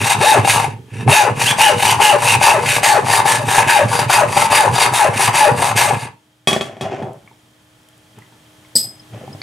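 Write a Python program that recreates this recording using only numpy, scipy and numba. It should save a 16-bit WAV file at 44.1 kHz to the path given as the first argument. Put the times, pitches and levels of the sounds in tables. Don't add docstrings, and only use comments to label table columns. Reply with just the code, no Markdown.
import sys
import numpy as np
from scipy import signal
from scipy.fft import rfft, irfft
from scipy.io import wavfile
from scipy.ndimage import uniform_filter1d
from numba import njit

SR = 44100
rng = np.random.default_rng(int(sys.argv[2]) if len(sys.argv) > 2 else 0)


def inscribe(sig):
    pcm = np.round(np.clip(np.atleast_2d(sig).T, -1, 1) * 32767)
    wavfile.write(sys.argv[1], SR, pcm.astype(np.int16))


def voltage_ratio(decibels):
    exponent = np.asarray(decibels, float) / 20
    return 10 ** exponent


N = 415418
t = np.arange(N) / SR

# frequency in Hz, level in dB per Hz.
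AIR = [(15, -59.5), (25, -28), (110, -1.5), (253, -9.5), (306, -15), (360, -12), (2860, -20), (3190, -16.5),
       (4170, -23), (9880, -25), (15600, -34.5)]
# frequency in Hz, level in dB.
AIR_SIDE = [(100, -20.0), (400, -5.5), (1400, -2.0), (4000, -3.0), (9000, -15), (15000, -25.5)]
# frequency in Hz, level in dB.
HUM = [(118.4, -64), (306.8, -61.5), (635.2, -70), (850.6, -72.5), (1739, -74.5)]
# time in seconds, background level in dB.
BACKGROUND = [
    (0, -52.5),
    (6.2, -58),
    (6.45, -60),
    (7.2, -55),
    (7.6, -54.5),
    (8.4, -52),
    (8.72, -49.5),
    (8.8, -51.5),
    (9.42, -44),
]

# start, fastest and stop in seconds, top tooth rate in Hz.
PUSHES = [(.2, .29, .4, 900), (1.09, 1.19, 1.31, 870), (1.58, 1.615, 1.745, 880), (2.0, 2.03, 2.18, 850),
          (2.41, 2.45, 2.61, 900), (2.83, 2.855, 3.01, 900), (3.255, 3.3, 3.45, 950),
          (3.67, 3.705, 3.845, 990), (4.09, 4.125, 4.26, 1050), (4.51, 4.54, 4.69, 1000),
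          (4.93, 4.965, 5.1, 1080), (5.35, 5.375, 5.515, 1010), (5.76, 5.79, 5.93, 950)]
BITE_DB = [-23, -26, -22.5, -23, -24, -22.5, -35.5, -22, -23.5, -23.5, -22, -20.5, -30]
# share of the way to the stop, tooth rate in Hz.
SLOWING = [(.25, 870), (.5, 810), (.62, 690), (.75, 590), (1, 360)]
# turn and loudest in seconds, chip rasp and vise chatter in dB.
TRAVELS = [(-.02, 0.121, -15.5, -16.5), (0.17, 0.29, -14, -13), (0.429, 0.511, -12, -13.5),
           (0.882, 1.03, -39.5, -35.5), (1.074, 1.143, -13, -10), (1.357, 1.481, -13, -14),
           (1.568, 1.628, -11, -10), (1.759, 1.896, -12, -14), (1.981, 2.056, -11.5, -8.5),
           (2.185, 2.315, -13, -13.5), (2.397, 2.457, -12.5, -4.5), (2.6, 2.76, -14.5, -14.5),
           (2.823, 2.854, -12.5, -8.5), (3.038, 3.17, -13.5, -11), (3.239, 3.295, -13.5, -10.5),
           (3.441, 3.589, -15, -10.5), (3.666, 3.706, -13, -10.5), (3.872, 3.985, -17.5, -16.5),
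           (4.081, 4.13, -12.5, -4.5), (4.268, 4.439, -15.5, -13.5), (4.494, 4.555, -13.5, -7),
           (4.707, 4.826, -14.5, -11), (4.921, 4.953, -13, -9), (5.13, 5.25, -13.5, -11.5),
           (5.328, 5.38, -14.5, -10), (5.547, 5.665, -17, -12), (5.751, 5.795, -12.5, -8.5),
           (5.964, 6.026, -31, -31)]
# time in seconds, peak in dB.
GRABS = [(0.211, 0), (0.448, -0.5), (0.477, 1.5), (0.598, -4), (0.644, -3), (0.93, -38), (1.078, 3.5),
         (1.396, -17), (1.586, -2.5), (1.825, -2), (2.001, -2), (2.223, -4.5), (2.414, 1), (2.832, -1.5),
         (3.258, 1), (3.483, -11.5), (3.992, -1.5), (4.097, -2), (4.368, 1), (4.938, -7.5), (5.196, -2),
         (5.622, -2), (5.909, 1)]
# frequency in Hz, level in dB, 60 dB decay in seconds.
GRAB_MODES = [(809.4, 0.0, 0.068), (909, -19.0, 0.016), (1700, -18.5, 0.053), (2200, -9.5, 0.023)]
# landing in seconds, swell in dB.
BOUNCES = [(0.451, 10), (0.475, 9.5), (0.497, 6), (0.541, 4.0), (0.599, 4.5), (0.645, 9.5), (1.419, 10.5),
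           (1.441, 8.5), (1.465, 7), (1.489, 4), (1.511, 10.5), (1.802, 9.5), (1.829, 8), (1.855, 10),
           (1.898, 5.5), (1.93, 5), (2.224, 5), (2.255, 3.5), (2.27, 7.0), (2.34, 4.5), (2.359, 10),
           (2.635, 8.5), (2.664, 7.5), (2.692, 6.5), (2.713, 5.0), (2.767, 9.5), (2.786, 4.5), (3.101, 7),
           (3.115, 8.0), (3.138, 11), (3.159, 4), (3.177, 5), (3.2, 8), (3.486, 9.5), (3.511, 4.5),
           (3.536, 4.5), (3.587, 6.5), (3.627, 9), (3.959, 8.0), (3.995, 8), (4.328, 12), (4.377, 10.5),
           (4.399, 6.5), (4.421, 10.5), (4.461, 7.0), (4.734, 9.0), (4.762, 9.0), (4.782, 5.0), (4.832, 4),
           (4.861, 9), (5.198, 8), (5.221, 6), (5.241, 6), (5.281, 9.5), (5.594, 10), (5.624, 10.5),
           (5.65, 9.5), (5.673, 10), (5.694, 9.5), (5.716, 9.5)]
# time in seconds, peak in dB.
SKIPS = [(1.4163, -8), (1.4387, -5), (1.4611, -5.5), (1.4851, -4.5), (1.5255, -8), (1.5846, -4),
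         (1.7699, -17), (1.7984, -11), (1.8259, -7.5), (1.8525, -6.5), (1.8733, -2), (1.8962, -5.5),
         (1.9993, -10), (2.0107, -6.5), (2.2134, -7), (2.2749, -5), (2.3373, -4.5), (2.411, -13)]
# frequency in Hz, width in Hz, level in dB.
VISE = [(409, 30, -3.5), (484.6, 8.9, 1.5), (600, 36, 0.5), (727.6, 22, 2), (822, 16, 6.5),
        (889.7, 56, 8.5), (890, 210, -7.5), (1110, 100, -12.5)]
FRAME = [(1745, 68, 2.1), (2110, 29, 1), (2517, 370, 2.4)]
TUBE = [(4450, 45, 5.5), (4765, 30, 13.5), (5750, 82, 7), (6490, 270, 3.5), (7290, 190, -7.5),
        (8340, 140, 9), (9100, 540, 2), (10050, 470, 3.5), (11800, 550, -1)]
BENCH = [(110, 29.7, 0), (135, 53.7, -4), (206, 32, -9.5), (264, 82, -17), (437, 46, -14.5)]
# frequency in Hz, level in dB per Hz.
CHIPS = [(710, -27), (1200, 1), (1730, 2.5), (1950, -1), (2540, 4.5), (5170, -7), (9950, -6),
         (15600, -26.5)]
# time in seconds, ring in Hz, dB re rasp.
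OFFCUT = [(0, 2660, -9.5), (1.4, 2720, -6), (1.47, 2760, -2), (1.485, 3320, 2), (1.545, 3230, -1),
          (1.59, 2850, -3), (1.95, 2940, -4), (2.1, 2830, -2), (2.17, 2740, -9), (2.3, 2570, -0.5),
          (2.5, 2650, -4), (2.75, 2260, -8.5), (2.9, 1790, -12), (3.6, 1700, -5.5), (4.4, 1260, -12.5),
          (6.3, 1226, -27)]
# time in seconds, level in dB.
LOAD = [
    (0, -23.5),
    (.7, -23),
    (.86, -46.5),
    (.95, -26.5),
    (1.1, -14),
    (1.2, -27),
    (5.8, -25),
    (6.06, -28),
    (6.2, -51.5),
]
# frequency in Hz, level in dB.
BASS_CUT = [(25, -6.5), (55, -8), (80, -10), (100, -2)]

# time in seconds, peak in dB, ring in Hz, 60 dB decay in seconds.
CLICKS = [(6.377, -53, 9430, 0.01), (7.276, -34, 2250, 0.028), (7.313, -40, 890, 0.097),
          (7.886, -46, 3150, 0.059), (8.185, -38, 885, 0.062), (8.221, -37, 2010, 0.035),
          (8.323, -42, 910, 0.043), (8.649, -41.5, 2170, 0.05), (9.135, -32.5, 494, 0.042),
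          (9.147, -27.5, 580, 0.031), (9.213, -27, 610, 0.02), (9.236, -27, 506, 0.053),
          (9.278, -27, 805, 0.044), (9.349, -27, 630, 0.026), (9.417, -13, 4520, 0.022)]
# time in seconds, peak in dB.
TICKS = [
    (7.133, -38.5),
    (7.6208, -52.5),
    (7.8322, -52.5),
    (7.888, -37),
    (7.9795, -42.5),
    (8.188, -35),
    (8.327, -50),
]
# frequency in Hz, level in dB, 60 dB decay in seconds.
NAIL_MODES = [(7900, 0, .003), (10000, 2, .003), (12300, -2, .003)]

# time in seconds, peak in dB, metal ring and wood thud in dB re peak.
KNOCKS = [(6.473, 4, -17, -7), (6.48, -6, -11.5, -5.5), (6.486, -8.5, -17.5, -3), (6.511, -12, -12.5, -6.5),
          (6.53, -7.5, -11.5, 2), (6.563, -2, -29.5, -2), (6.61, -5.5, -17.5, -3), (6.654, -25, -12, -6.5),
          (6.712, -23, -28.5, -4), (6.768, -27, -23.5, 2.5), (6.81, -11.5, -12, -1), (6.854, -22, -40, 3.5),
          (7.024, -7, -34, -9)]
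# frequency in Hz, level in dB, 60 dB decay in seconds.
SAW_MODES = [(1141, -2, 0.1), (1340, -9.5, 0.072), (1860, -14, 0.059), (2266, -3.5, .05), (2533, -2.5, .13),
             (3220, -2, 0.1), (3320, 5, 0.082), (3370, -6, .3), (3710, -10, .15), (4300, -10, 0.045)]
BLADE_MODES = [(4800, -10.5, .15), (5830, -7.5, 0.11), (6340, -9, 0.17), (7140, -15.5, 0.14),
               (7970, -8, 0.14), (8500, -10, 0.087), (8877, -10.5, 0.088), (10170, -4, 0.13),
               (11000, -14, 0.22), (12000, -14, .1)]
WOOD_MODES = [(167, -26.5, 0.1), (230, -2.5, 0.14), (403, -4.5, 0.14), (565, -1, 0.025), (657, 6, 0.036),
              (741, 0, 0.043), (808, -9, 0.043), (1780, 5, 0.021)]
# frequency in Hz, level in dB.
RATTLE = [(300, -10), (1500, -1.0), (3500, -2.5), (9000, -4.5), (13000, -17.5), (16000, -40.0)]
# loudest and faded in seconds, low rumble in dB,
# board scrape and grit in dB re rumble.
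HANDLING = [
    (6.517, 6.785, -21, 2, -1),
    (6.837, 6.988, -24.5, 4.5, -1),
    (6.936, 7.1, -39.5, 16.5, 9.5),
    (7.02, 7.14, -19, 0, -33),
    (7.15, 7.454, -45, -23, -23),
    (8.185, 8.298, -37, -27, -5),
    (8.784, 9.078, -34.5, -6.5, -10.5),
    (9.146, 9.496, -28.5, -8, -9),
    (9.303, 9.7, -34, -15, -34),
]

# time in seconds, peak in dB.
DROPS = [
    (8.754, -12),
    (8.757, -12),
    (8.763, -12.5),
    (8.769, -13.5),
    (8.774, -15.5),
    (8.783, -24),
    (8.8, -21),
    (8.84, -28),
]
# time in seconds, peak in dB.
REBOUNDS = [
    (8.893, -26.5),
    (8.995, -36),
    (9.328, -36),
]
# frequency in Hz, level in dB, 60 dB decay in seconds.
BRASS_MODES = [(4720, -12, .06), (4870, -7, .07), (4963, -1.5, 0.12), (5027, -5.5, .25), (7470, -21, .12),
               (8016, -6.5, .2), (8080, -3.5, .21), (8060, -13.5, .15), (10070, -18, .2),
               (11600, -10.5, .19), (14300, -14, .12), (14950, -19, .2)]
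TIPPED_MODES = [(5080, 4, .05), (8120, -8, .07)]
THUD_MODES = [(167, -5.0, 0.2), (230, -4.0, 0.3), (336, -9, 0.1), (506, 2.5, 0.044)]
# frequency in Hz, level in dB.
FIZZ = [(1000, -30.0), (3000, -9.0), (4900, 8.5), (6200, -5.0), (8200, -2.5), (15000, -5.0)]

# frequency in Hz, side minus mid in dB.
WIDTH = [(60, -33.5), (110, -27), (200, -23), (380, -10.5), (700, -17), (1290, -6), (2380, -12),
         (4400, -15.5), (8120, -13), (11000, -24.5), (15000, -36)]
# frequency in Hz, level in dB.
TAIL = [(100, -26.5), (330, -9.5), (1000, -4.5), (5000, -11.5), (15000, -19.0)]

ROOM_T60_S = 0.26
LONGEST_FALL_S, LAST_STOP_S = .17, 6.1
RASP_TURN_DB, RASP_RISE, RASP_FALL = -24.5, 3.19, 1.79
VISE_TURN_DB, VISE_RISE, VISE_FALL = -18.5, 4.2, 4.5
GLIDE_DB = -7.5
TUBE_FREE_DB, TUBE_HELD_DB, TUBE_HELD_S = -9, -13, 1.3
STALL_S, STALL_DB = 0.059, -3.5
JUDDER_BELOW_HZ = 835
TOP_SWELL = 0.2
BOUNCE_S, BOUNCE_DEPTH, BOUNCE_DIP = 0.0047, 0.74, 0.44
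SLIDE_RISE_S, SLIDE_FADE_DB = 0.035, -21.5
BLADE_LATE_DB = -10.5


def unit(x):
    return x / np.sqrt(np.mean(x ** 2))


def curves(table):
    s, first, *rest = np.transpose(table)
    return [np.interp(t, s, first, -120, -120)] + [np.interp(t, s, c) for c in rest]


def colour(x, points):
    hz, db = np.transpose(points)
    f = np.fft.rfftfreq(x.shape[-1], 1 / SR) + 1
    return irfft(rfft(x) * voltage_ratio(np.interp(np.log(f), np.log(hz), db)), x.shape[-1])


def highpass(x, order, hz):
    return signal.sosfilt(signal.butter(order, hz, "high", fs=SR, output="sos"), x)


def resonate(x, peaks):
    out = 0
    for k, (hz, width, db) in enumerate(peaks):
        out = out + (-1) ** k * voltage_ratio(db) * signal.lfilter(*signal.iirpeak(hz, hz / width, SR), x)
    return out


def ring(x, modes):
    out = 0
    for hz, db, t60 in modes:
        pole = np.exp((2j * np.pi * hz - np.log(1000) / t60) / SR)
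        out = out + voltage_ratio(db) * signal.lfilter([1], [1, -pole], x).imag
    return out


@njit
def glide(x, hz, width):
    y, b, l = np.empty(len(x)), 0., 0.
    for i in range(len(x)):
        g, k = np.tan(np.pi * hz[i] / SR), width / hz[i]
        v = (b + g * (x[i] - l)) / (1 + g * (g + k))
        b, l, y[i] = 2 * v - b, l + 2 * g * v, k * v
    return y


def patchy(x, peaks, spread_db):
    return sum(resonate(x, [peak]) * voltage_ratio(spread_db * walk(11)) for peak in peaks)


def grains(rate, spread_db):
    struck = rng.random(N) < rate / SR
    size = voltage_ratio(spread_db * rng.exponential(size=N).clip(0, 3))
    return unit(struck * rng.standard_normal(N) * size)


def thumps(rate, spread_db):
    return np.convolve(grains(rate, spread_db), np.hanning(60))[:N]


def walk(rate):
    k = int(SR / rate)
    return unit(uniform_filter1d(uniform_filter1d(rng.standard_normal(N), k), k))


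def blows(times, db, contact_s):
    x = np.zeros(N)
    x[(np.asarray(times) * SR).astype(int)] = voltage_ratio(np.asarray(db))
    push = np.hanning(int(contact_s * SR) + 3)
    return np.convolve(x, push / push.sum())[:N]


def swell(start, top, stop, end_db, rise, fall):
    before = ((top - t) / (top - start)).clip(0, 3) ** rise
    after = ((t - top) / (stop - top)).clip(0, 5) ** fall
    return voltage_ratio(end_db * np.where(t < top, before, after))


def pan(x, db):
    return x * voltage_ratio(np.array([[db], [-db]]) / 2)


def background():
    mid, side = unit(colour(rng.standard_normal((2, N)), AIR))
    side = colour(side, AIR_SIDE)
    hum = sum(np.sqrt(2) * voltage_ratio(db + 55.5 + .8 * walk(3)) * np.sin(2 * np.pi * hz * t) for hz, db in HUM)
    times = np.arange(.022, N / SR, 1 / 29.97)
    tick_db = -3.0 * (-1) ** np.arange(len(times)) + 2.0 * rng.standard_normal(len(times))
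    ticks = resonate(resonate(blows(times, tick_db, .0001), [(3210, 70, 0)]), [(3150, 300, 0)])
    mid = mid * voltage_ratio(0.69 * walk(4)) + hum + voltage_ratio(-15) * unit(ticks)
    return np.array([mid + side, mid - side]) * voltage_ratio(np.interp(t, *np.transpose(BACKGROUND)))


def travels():
    turn, top, rasp_db, vise_db = np.transpose(TRAVELS)
    stop = np.minimum(np.append(turn[1:], LAST_STOP_S), top + LONGEST_FALL_S)
    rasp, vise = np.zeros(N), np.zeros(N)
    for a, b, c, r_db, v_db in zip(turn, top, stop, rasp_db, vise_db):
        rasp = rasp + voltage_ratio(r_db) * swell(a, b, c, RASP_TURN_DB, RASP_RISE, RASP_FALL)
        vise = vise + voltage_ratio(v_db) * swell(a, b, c, VISE_TURN_DB, VISE_RISE, VISE_FALL)
    fast = np.interp(t, np.ravel([turn, top], order="F"), np.arange(2 * len(turn)) % 2)
    return rasp, vise, fast


def teeth():
    hz, bite = np.zeros(N), np.zeros(N)
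    for (start, fastest, stop, top_hz), db in zip(PUSHES, BITE_DB):
        early = start < 1.5
        angle = np.interp(t, [start, fastest, stop], [.12 if early else .4, np.pi / 2, np.pi], 0)
        speed = np.sin(angle).clip(0)
        lean = .9 if early else .25
        free_hz = top_hz * speed ** (.9 if early else .62)
        share, slowing_hz = np.transpose([(0.00042, top_hz)] + SLOWING)
        slowing_hz = np.interp(t, fastest + share * (stop - fastest), np.minimum(slowing_hz, top_hz), 0, 0)
        hz = hz + np.where((t > fastest) & (start > 1.5), slowing_hz, free_hz)
        bite = bite + voltage_ratio(db) * np.clip(6 * speed - .4, 0, 1) * np.interp(t, [start, stop], [lean, 1.3])
    wobble = .025 + np.where(t < 1.5, .25, .3) * np.clip(1 - hz / JUDDER_BELOW_HZ, 0, 1)
    phase = np.cumsum(hz * (1 + wobble * walk(180))) / SR
    pulses = np.diff(np.floor(phase), prepend=0) * voltage_ratio(2.2 * rng.standard_normal(N))
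    pulses = np.convolve(pulses, np.hanning(26) / 13)[:N]
    return pulses * bite * np.sqrt(SR / np.maximum(hz, 100)), phase % 1, bite * (hz / 900) ** 2


def bounces():
    s, db = np.transpose(BOUNCES)
    x = np.zeros(N)
    x[(s * SR).astype(int)] = db
    lag = np.arange(-2000, 2001) / SR / BOUNCE_S
    landing = np.exp(-lag ** 2 / 2) - BOUNCE_DIP * np.exp(-lag ** 2 / 18)
    return BOUNCE_DEPTH * np.convolve(x, landing, "same")


def vise_ring(pulses, chatter, gain):
    bite = resonate(pulses, VISE) * voltage_ratio(26)
    bite = bite + resonate(pulses, [(600, 900, 0)]) * voltage_ratio(22)
    bite = bite + resonate(pulses, FRAME) * voltage_ratio(16)
    bite = bite + resonate(resonate(pulses, [(1570, 1700, 0)]), [(1590, 2800, 0)]) * voltage_ratio(11.5)
    rattle = unit(resonate(patchy(chatter, VISE, 3.1), [(840, 850, 0)])) * gain
    grab = blows(*np.transpose(GRABS), 0.00011)
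    return bite + rattle + voltage_ratio(-5.0) * ring(grab, GRAB_MODES)


def saw_frame(chips, chatter, rasp_db):
    broad = unit(resonate(resonate(chips, [(2070, 1100, 0)]), [(2100, 1300, 0)]))
    frame = unit(patchy(chips + 0.33 * chatter, FRAME, 3.6)) + voltage_ratio(2.0) * broad * voltage_ratio(1.1 * walk(48))
    return frame * voltage_ratio(0.85 * rasp_db - 8.0)


def loosening_offcut(rasp_db):
    hz, db = curves(OFFCUT)
    hz = hz * (1 + .012 * walk(25))
    tube_db = np.interp(t, [TUBE_HELD_S - .2, TUBE_HELD_S + 0.13], [TUBE_FREE_DB, TUBE_HELD_DB])
    shake = grains(1900, 5.7)
    offcut = unit(glide(glide(shake, hz, 280.), hz, 280.)) * voltage_ratio(rasp_db + db + 3.3 * walk(45))
    whole_tube = unit(patchy(shake, [(3725, 97, 0)], 2.2)) * voltage_ratio(rasp_db + tube_db)
    skips = blows(*np.transpose(SKIPS), .00005) * voltage_ratio(23.5)
    return offcut + whole_tube + glide(skips, hz, 130.) + glide(skips, 0.84 * hz, 160.)


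def chip_rasp(chips, rasp_db):
    high = highpass(chips, 3, 3100)
    tube = unit(patchy(high, TUBE, 4.0))
    finest = colour(high, [(8500, -27.5), (12000, 0)])
    high = high - finest + finest * voltage_ratio(TOP_SWELL * (rasp_db + 18))
    return (unit(high) + voltage_ratio(-5.5) * tube) * voltage_ratio(rasp_db - 3)


def saw():
    rasp_gain, vise_gain, fast = travels()
    sticking = sum(np.interp(t, [s - STALL_S, s - .003, s], [0, 1, 0]) for s, _ in GRABS)
    stall = voltage_ratio(STALL_DB * sticking)
    rasp_db = 20 * np.log10(rasp_gain * stall + 1e-6)
    pulses, phase, smooth = teeth()
    calm = 1 / (1 + 30.0 * smooth)
    hops = voltage_ratio(bounces())
    chatter = np.convolve(grains(500, 2.6), np.hanning(10))[:N]
    tearing = grains(9000, 0.57) * (3.5 + np.exp(-phase / 0.89)) * voltage_ratio(1.2 * walk(140))
    chips = unit(colour(tearing, [(300, -58.5)] + CHIPS))
    vise = vise_ring(pulses, chatter, vise_gain * stall * calm * hops)
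    metal = saw_frame(chips, chatter, rasp_db) + loosening_offcut(rasp_db)
    rasp = chip_rasp(chips, rasp_db)
    bench_db = curves(LOAD)[0] + GLIDE_DB * fast
    bench = unit(resonate(thumps(300, 3.2), BENCH)) * voltage_ratio(bench_db + 5.5) * calm ** 1.1
    judder = hops * voltage_ratio(3.1 * calm * np.tanh(walk(75)))
    return pan(vise, 5.24) + pan(metal * judder, 0.89) + pan(rasp * np.sqrt(judder), 0.55) + pan(bench, -2.5)


def clicks():
    rings = np.zeros(N)
    for s, db, hz, t60 in CLICKS:
        modes = [(hz, -2, t60), (0.97 * hz, -8, .02), (0.5 * hz, -8, .03)]
        rings = rings + ring(blows([s], [db], .0002), modes)
    nails = ring(blows(*np.transpose(TICKS), .00003), NAIL_MODES)
    return pan(rings + highpass(nails, 2, 5000), .3)


def saw_laid_down():
    s, db, metal_db, wood_db = np.transpose(KNOCKS)
    metal = blows(s, db + metal_db, .0001)
    rattle = signal.lfilter([1], [1, -np.exp(-1 / (0.027 * SR))], metal) * grains(7300, 1.6)
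    rattle = colour(rattle, RATTLE)
    wood = ring(blows(s, db + wood_db, 0.00055), WOOD_MODES)
    loose = voltage_ratio(2.5 * walk(100))
    frame = np.zeros(N)
    for mode, scatter in zip(SAW_MODES + BLADE_MODES, 3.0 * rng.standard_normal((len(s), 20)).T):
        damped_db = BLADE_LATE_DB * (mode[0] > 4500) * (s > 6.55)
        frame = frame + ring(blows(s, db + metal_db + scatter + damped_db, .00006), [mode])
    return pan(voltage_ratio(-3.0) * loose * frame + voltage_ratio(-2.5) * rattle + voltage_ratio(-11.0) * wood, 1.1)


def handling():
    low, board, gritty = np.zeros((3, N))
    for s, stop, db, board_db, grit_db in HANDLING:
        shape = swell(s - SLIDE_RISE_S, s, stop, SLIDE_FADE_DB, 2.3, 1) * voltage_ratio(db)
        low = low + shape
        board = board + shape * voltage_ratio(board_db)
        gritty = gritty + shape * voltage_ratio(grit_db)
    grit = np.convolve(grains(5000, 1.2), np.hanning(8))[:N]
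    slips = np.convolve(grains(1200, 5.0), np.hanning(24))[:N]
    out = unit(resonate(thumps(220, 2.6), BENCH)) * low * voltage_ratio(-4.5)
    out = out + unit(ring(slips, WOOD_MODES[2:-1])) * board * voltage_ratio(-4.5)
    out = out + unit(resonate(grit, [(1900, 3700, 0.26), (3420, 1700, -2.2)])) * gritty * voltage_ratio(-9.0)
    return pan(out, 0.58)


def brass_piece():
    s, db = np.transpose(DROPS)
    hit = blows(s, db, .00003)
    fizz = signal.lfilter([1], [1, -np.exp(-1 / (.025 * SR))], hit) * rng.standard_normal(N)
    fizz = colour(fizz, FIZZ)
    thud = ring(blows(s[:2], [-20, -26], 0.00088), THUD_MODES)
    tipped = ring(blows(*np.transpose(REBOUNDS), .00015), TIPPED_MODES)
    sing = ring(hit, BRASS_MODES) + resonate(tipped, [(5080, 350, 0), (8120, 300, 0)])
    waver = voltage_ratio(3.5 * walk(120))
    sing = highpass(sing * waver, 8, 4200)
    return pan(voltage_ratio(1.5) * sing + voltage_ratio(-15.5) * fizz, 2.0) + pan(thud, 0.24)


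def room(x):
    lag = np.arange(int(.5 * SR)) / SR
    tails = rng.standard_normal((2, len(lag))) * np.exp(-np.log(1000) * lag / ROOM_T60_S) * (lag > .003)
    tails /= np.sqrt(np.sum(tails ** 2, axis=1, keepdims=True))
    both, unlike = signal.fftconvolve(x.mean(0)[None], tails, axes=1)[:, :N]
    both = colour(both, TAIL)
    unlike = colour(unlike, WIDTH)* voltage_ratio(1.0)
    return np.array([both + unlike, both - unlike])


def scene():
    hits = clicks() + saw_laid_down() + handling() + brass_piece()
    near = colour(saw(), BASS_CUT) + highpass(hits, 4, 100)
    return near + room(near) + background()


def top_cut(x):
    return signal.sosfilt(signal.butter(12, 15770, fs=SR, output="sos"), x)


def record(dry):
    x = dry / (1 + np.abs(dry / .94) ** 8) ** (1 / 8)
    x = signal.sosfilt(signal.ellip(10, .2, 60, 15750, fs=SR, output="sos"), x)
    return top_cut(x)


dry = scene()
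out = record(dry)
inscribe(out)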